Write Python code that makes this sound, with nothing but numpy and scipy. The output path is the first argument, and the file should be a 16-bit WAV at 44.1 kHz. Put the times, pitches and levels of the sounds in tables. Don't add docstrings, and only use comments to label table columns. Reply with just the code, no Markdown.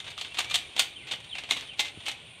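import sys
import numpy as np
from scipy import signal
from scipy.io import wavfile
from scipy.ndimage import uniform_filter1d

SR = 44100
rng = np.random.default_rng(int(sys.argv[2]) if len(sys.argv) > 2 else 0)


def wav_out(sig):
    wavfile.write(sys.argv[1], SR, np.round(np.clip(np.atleast_2d(sig).T, -1, 1) * 32767).astype(np.int16))


def amplitude_ratio(level_db):
    exponent = np.asarray(level_db, float) / 20
    return 10 ** exponent


N = 105840

# f/Hz, width/Hz, level/dB
PIECES = [(800, 77, -8.5), (2140, 240, -5), (3380, 120, -35), (3690, 23, 12.5), (4370, 90, 3),
          (4930, 140, -60), (6060, 200, -4.5), (6770, 500, -5), (7650, 300, -5.5), (7670, 32, -58.5),
          (8710, 180, -3), (9500, 120, -19)]


def evened(x):
    return x / np.sqrt(np.mean(x ** 2) + 1e-20)


def read(points, hz):
    f, value = np.transpose(points)
    return np.interp(np.log(hz + 1), np.log(f + 1), value)


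def add(mix, s, sound):
    part = mix[round(s * SR):][:len(sound)]
    part += sound[:len(part)]


def background(gain_db, patch_db, size):
    hz = np.fft.rfftfreq(size, 1 / SR)
    frames = 4 * N // size + 5
    a, b, patches = rng.standard_normal((3, len(hz), frames))
    patches = uniform_filter1d(patches, size=6, axis=0)
    patches = evened(uniform_filter1d(patches, size=10, axis=1))
    z = (a + 1j * b) * amplitude_ratio(read(gain_db, hz)[:, None] + patch_db * patches)
    return evened(signal.istft(z, nperseg=size, noverlap=3 * size // 4)[1][:N])


def traffic_hum():
    # f/Hz, level/dB
    hum_curve = [(15, -48), (25, -11), (95, 4.5), (232, -6.5), (782, -9), (897, -14.5), (1100, -10),
                 (1350, -16.5), (1500, -9), (1950, -62), (3300, -120)]
    return amplitude_ratio(-56) * background(hum_curve, patch_db=2.2, size=2048)


def outdoor_air():
    # f/Hz, level/dB
    air_curve = [(880, -22), (1500, -47), (1660, -11.5), (2120, -3), (2320, 3), (3480, 3.5), (5440, -27.5),
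                 (8830, -16), (16000, -53)]
    sway_db, sway_s = 1.2, 0.12
    span = round(sway_s * SR)
    sway = uniform_filter1d(rng.standard_normal(N), span)
    sway = evened(uniform_filter1d(sway, span))
    return amplitude_ratio(-50.5 + sway_db * sway) * background(air_curve, patch_db=0.5, size=512)


def insect():
    buzz_hz, width_hz, sway_hz = 8930, 450, 130
    throb_hz, throb_db, level_db = 3.0, 3.5, -65.5
    turn = 2 * np.pi * throb_hz * (np.arange(N) / SR - 0.25)
    b, a = signal.butter(2, width_hz / 2, fs=SR)
    band = signal.lfilter(b, a, rng.standard_normal((2, N)))
    phase = 2 * np.pi * np.cumsum(buzz_hz + sway_hz * np.sin(turn)) / SR
    buzz = evened(band[0] * np.cos(phase) + band[1] * np.sin(phase))
    return buzz * amplitude_ratio(level_db + throb_db * np.sin(turn))


def causal(gain_db):
    both_sides = np.r_[gain_db, gain_db[-2:0:-1]]
    full = np.log(amplitude_ratio(np.maximum(both_sides, -100)))
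    response = np.fft.ifft(np.exp(full - 1j * signal.hilbert(full).imag)).real
    return response[:len(gain_db) // 2]


def cube_body(bright, shift, ring_hz=None):
    # f/Hz, level/dB
    colour = [(120, -35.5), (200, -22.5), (836, -11.5), (1320, -12), (3310, 3.5), (5330, -10.5),
              (8740, -13.5), (14900, -26), (16000, -36)]
    ring_db, detune, damping = -5, 0.037, 2.2
    main_db, main_width_hz = 4.5, 300
    tilt_db, tilt_hz, low_tilt = -7, 3000, 0.43
    hz = np.fft.rfftfreq(2048, 1 / SR)
    f, width, db = np.transpose(PIECES)
    over = amplitude_ratio(db - read(colour, f) + ring_db)
    off_pitch = 2 * (hz[:, None] - f * (1 + detune * shift)) / (damping * width)
    peaks = (over ** 2 / (1 + off_pitch ** 2)).sum(1)
    if ring_hz:
        peaks = peaks + amplitude_ratio(2 * main_db) / (1 + (2 * (hz - ring_hz) / main_width_hz) ** 2)
    octaves = np.log2((hz + 200) / tilt_hz)
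    octaves = np.where(octaves > 0, octaves, low_tilt * octaves)
    tilt = tilt_db * (2 * bright - 1) * octaves
    h = causal(read(colour, hz) + 10 * np.log10(1 + peaks) - tilt)
    return h / np.linalg.norm(h)


def random_shift():
    return rng.uniform(-1, 1, len(PIECES))


def sparse(count, knocks_per_s, spread_db):
    chance = knocks_per_s / SR
    draw = rng.random(count)
    size = np.minimum(rng.exponential(1, count), 2.6)
    return evened((draw < chance) * np.sign(draw / chance - 0.5) * amplitude_ratio(spread_db * size))


def scrape():
    # t/s, level/dB
    pressure = [(0.0, -59), (.1, -57), (.16, -65.5), (0.27, -54), (.33, -58.5), (0.41, -54), (0.56, -49),
                (.64, -54.5), (0.73, -57), (0.86, -50.5), (.98, -63.5), (1.2, -66), (1.48, -55.5),
                (1.62, -53), (1.74, -66), (1.9, -60), (2.2, -61), (2.4, -70)]
    slips = sparse(N, 2500, spread_db=3)
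    slips *= amplitude_ratio(4 + np.interp(np.arange(N) / SR, *np.transpose(pressure)))
    return signal.oaconvolve(slips, cube_body(0.1, 0))[:N]


def clicks(table, level_db):
    rise_s, crack_level, crack_s = 0.0009, 1.16, 0.00056
    lead_db, lead_s = -14.5, 0.0082
    out = np.zeros(N)
    t = np.arange(3600) / SR - 0.02
    after = np.maximum(t, 0)
    lead = amplitude_ratio(lead_db) * np.exp(-abs(t) / lead_s)
    crack_shape = crack_level * np.exp(-abs(t - rise_s) / crack_s)
    for s, db, length, bright, *ring in table:
        shift = random_shift()
        crack = rng.standard_normal(len(t)) * crack_shape
        shape = lead + (1 - np.exp(-after / rise_s)) * np.exp(-after / length)
        rattle = shape * sparse(len(t), 4200, spread_db=2.8)
        burst = np.convolve(crack, cube_body(bright, shift))
        burst += np.convolve(rattle, cube_body(bright - 0.12, shift, *ring))
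        start = s + t[0] - rise_s / 2
        missed = max(round(-start * SR), 0)
        add(out, max(start, 0), amplitude_ratio(db + level_db) * burst[missed:])
    return out


def ticks():
    # t/s, level/dB, rattle length/s, brightness/0-1
    catches = [(0.0024, -22, 0.006, 0.25), (0.0433, -30, 0.018, 0.2), (0.0656, -28.5, 0.03, 0),
               (0.0783, -23.5, 0.0088, 0.13), (0.103, -30.5, 0.013, 0.6), (0.2473, -25.5, 0.022, 0.16),
               (0.3445, -23.5, 0.014, 0.28), (0.3718, -20, 0.025, 0.1), (0.445, -20, 0.0079, 0.17),
               (0.4995, -22.5, 0.006, 0.5), (0.7785, -20.5, 0.0091, 0), (1.071, -23.5, 0.0096, 0.13),
               (1.0812, -26, 0.026, 0.1), (1.1354, -22, 0.01, 0), (1.2026, -31.5, 0.0069, 0.36),
               (1.243, -31.5, 0.013, 0.27), (1.3522, -24.5, 0.015, 0.08), (1.436, -25, 0.011, 0.05),
               (1.49, -26.5, 0.017, 0), (1.566, -21, 0.022, 0.24), (1.5956, -30.5, 0.019, 0.26),
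               (1.6244, -29.5, 0.016, 0), (1.7734, -40, 0.021, 0.3), (1.8482, -22.5, 0.029, 0.27),
               (1.883, -24.5, 0.0049, 0.27), (2.0033, -31.5, 0.013, 0), (2.0366, -33.5, 0.0091, 0),
               (2.0582, -24, 0.0045, 0.55), (2.0795, -22, 0.0053, 0)]
    return clicks(catches, -12.5)


def taps():
    # t/s, level/dB, brightness/0-1, ring f/Hz
    tap_table = [(0.0116, -37, 0, 2960), (0.0705, -31, 0.3, 3750), (0.2152, -20.5, 0.27, 3250),
                 (0.3806, -30, 0.1, 3320), (0.4076, -16.5, 0.26, 2350), (0.4146, -14.5, 0.1, 3530),
                 (0.5166, -28, 0.2, 2430), (0.5472, -27, 0, 3360), (0.564, -13, 0.4, 3420),
                 (0.5888, -17.5, 0.13, 3380), (0.7831, -20, 0, 3010), (0.7978, -17, 0.1, 3770),
                 (0.8079, -24, 0.1, 2950), (0.8123, -14, 0.6, 3270), (0.8175, -15, 0, 3170),
                 (0.8224, -17.5, 0.6, 3250), (0.8358, -35, 0.4, 3210), (1.1227, -21, 0.2, 3210),
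                 (1.1254, -24, 0.33, 2940), (1.1593, -34, 0.8, 3060), (1.3888, -24.5, 0.2, 2670),
                 (1.4389, -35, 0.7, 3880), (1.5357, -27, 0.7, 3010), (1.5387, -33, 0.6, 3480),
                 (1.5498, -22, 0.1, 2990), (1.5595, -41, 0.0, 2800), (1.5725, -20, 0.6, 4390),
                 (1.5763, -23, 0, 2000), (1.5979, -31, 0.6, 3270), (1.61, -20.5, 0.27, 3170),
                 (1.6267, -36, 0.5, 2780), (1.8017, -15, 0.9, 3200), (1.8077, -12.5, 0.4, 2690),
                 (1.8157, -18, 0.4, 2780), (1.8299, -25, 0.3, 2820), (1.8339, -32, 0.5, 2430),
                 (2.068, -18, 0.15, 2920), (2.0741, -19.5, 0.55, 3100), (2.0849, -22, 0.64, 3420),
                 (2.0885, -22, 0, 3530), (0.1934, -25, 0.4, 3300), (0.1994, -27, 0.6, 3000),
                 (0.2497, -27, 0.1, 3200), (0.347, -35, 0.4, 3300)]
    out = np.zeros(N)
    t = np.arange(60) / SR
    for s, db, bright, ring_hz in tap_table:
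        hit = rng.standard_normal(len(t)) * np.exp(-t / 0.00027)
        knock = np.convolve(hit, cube_body(bright, random_shift(), ring_hz))
        add(out, s, amplitude_ratio(db + 5.5) * knock / np.linalg.norm(knock))
    return out


def snaps():
    # t/s, level/dB, rattle length/s, brightness/0-1, ring f/Hz
    snap_table = [(0.1782, -23.5, 0.023, 0.31, 3300), (0.2125, -20.5, 0.013, 0.44, 3030),
                  (0.3874, -12, 0.013, 0.41, 3000), (0.5098, -18, 0.012, 0.27, 3870),
                  (0.5426, -10, 0.015, 0.57, 3370), (0.7644, -19.5, 0.01, 0.24, 3780),
                  (0.7944, -1.5, 0.0046, 0.64, 3070), (1.1116, -19, 0.018, 0.21, 3030),
                  (1.3839, -21, 0.012, 0.26, 2560), (1.5098, -7.5, 0.0053, 0.5, 3690),
                  (1.7936, -11.5, 0.014, 0.38, 3900), (2.064, -20.5, 0.022, 0.2, 3000),
                  (2.0832, -14.5, 0.0087, 0.42, 2570),
                  (0.116, -29.5, 0.0074, 0, 3270), (0.322, -32.5, 0.0047, 0.04, 3000),
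                (0.391, -13, 0.0031, 0.73, 3000), (0.404, -20, 0.0094, 0, 2620),
                (0.5558, -10, 0.0058, 0.63, 3650), (0.801, -10.5, 0.012, 0.56, 2640),
                (1.118, -21.5, 0.017, 0.47, 3150), (1.5199, -13.5, 0.01, 0.32, 3000),
                (1.675, -35, 0.006, 0.2, 3800), (1.734, -34, 0.0065, 0, 3000),
                (1.804, -16, 0.009, 0.64, 2560), (2.0945, -19, 0.0029, 0.02, 2580),
                (2.115, -20.5, 0.0062, 0.47, 3460)]
    return clicks(snap_table, -10)


def thuds(table):
    out = np.zeros(N)
    t = np.arange(4000) / SR
    for s, db, hz, t60 in table:
        shape = amplitude_ratio(db - 60 * t / t60) * (1 - np.exp(-t / 0.00074))
        add(out, s, shape * np.sin(2 * np.pi * hz * t))
    return out


def core_thumps():
    # t/s, level/dB, f/Hz, t60/s
    thumps = [(.179, -26.5, 1220, 0.012), (.388, -28, 768, 0.032), (.389, -24.5, 1193, 0.025),
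              (.511, -32.5, 1195, 0.032), (.765, -31, 755, 0.015), (1.352, -44.5, 768, 0.068),
              (1.795, -28, 833, 0.085), (1.51, -27, 1155, 0.03), (1.8, -36, 740, 0.055),
              (.794, -44, 520, 0.057), (.794, -33, 1114, .05), (.794, -25, 1438, 0.045),
              (.81, -53, 850, 0.053), (.544, -36, 693, 0.033), (.544, -37, 2320, 0.067),
              (1.511, -24.5, 2150, 0.047), (1.797, -29.5, 2080, 0.14), (2.08, -33.5, 808, 0.058)]
    return thuds(thumps)


def bird():
    # start t/s, length/s, first f/Hz, last f/Hz, level/dB
    whistles = [
        (.285, .045, 2600, 2780, -45),
        (.44, .09, 2200, 2460, -39.5),
        (.6, .085, 2400, 2330, -47),
        (.927, .117, 3950, 1950, -46),
        (1.292, .088, 3950, 2280, -39),
        (1.652, .108, 3950, 2150, -44.5),
        (1.83, .06, 3300, 2400, -49),
    ]
    sweet_hz, sweet_width_hz, sweet_db = 3060, 170, 8
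    flutter_hz, flutter = 344, 0.52
    out = np.zeros(N)
    for s, length, first_hz, last_hz, db in whistles:
        t = np.arange(0, length, 1 / SR)
        hz = first_hz * (last_hz / first_hz) ** (t / length)
        shape = np.sqrt(np.sqrt(np.sin(np.pi * t / length)))
        boost_db = sweet_db * np.exp(-((hz - sweet_hz) / sweet_width_hz) ** 2)
        add(out, s, shape * amplitude_ratio(db + boost_db) * np.sin(2 * np.pi * np.cumsum(hz) / SR))
    gap = np.zeros(round(SR / flutter_hz) - 1)
    return signal.lfilter([1 - flutter / 2], np.r_[1, gap, -flutter], out)


def phone_nudge():
    # t/s, level/dB, f/Hz, t60/s
    bumps = [
        (1.974, -41, 320, 0.018),
        (1.974, -27, 195, 0.012),
        (1.983, -36.5, 99, 0.042),
    ]
    return thuds(bumps)


def room(x):
    # f/Hz, t60/s
    ring_time = [(300, 0.69), (800, 0.23), (2100, 0.31), (4300, 0.23), (5500, 0.21), (12000, 0.22)]
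    echoes = np.zeros(SR // 2)
    at = np.arange(round(0.004 * SR), SR // 2 - 20, 20)
    echoes[at + rng.integers(0, 20, len(at))] = rng.choice([-1.0, 1.0], len(at))
    hz, t, z = signal.stft(echoes, SR, nperseg=256)
    decay = amplitude_ratio(-60 * t / read(ring_time, hz)[:, None])
    tail = signal.istft(z * decay, SR, nperseg=256)[1]
    return signal.fftconvolve(x, tail / np.linalg.norm(tail))[:N]


def scene():
    outdoors = traffic_hum() + outdoor_air() + insect()
    cube = scrape() + ticks() + taps() + snaps() + core_thumps()
    whistle = bird()
    wet = room(amplitude_ratio(-8.5) * cube + amplitude_ratio(-7) * whistle)
    return (outdoors + cube + whistle + wet + phone_nudge())[None]


def band_limit(x):
    return signal.sosfilt(signal.butter(12, 16450, fs=SR, output="sos"), x)


def record(dry):
    low_cut = signal.butter(3, 50, "high", fs=SR, output="sos")
    high_cut = signal.firwin(767, 15650, window=("kaiser", 9), fs=SR)
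    x = signal.sosfilt(low_cut, dry)
    x = signal.oaconvolve(x, high_cut[None], "same")
    return band_limit(x)


dry = scene()
out = record(dry)
wav_out(out)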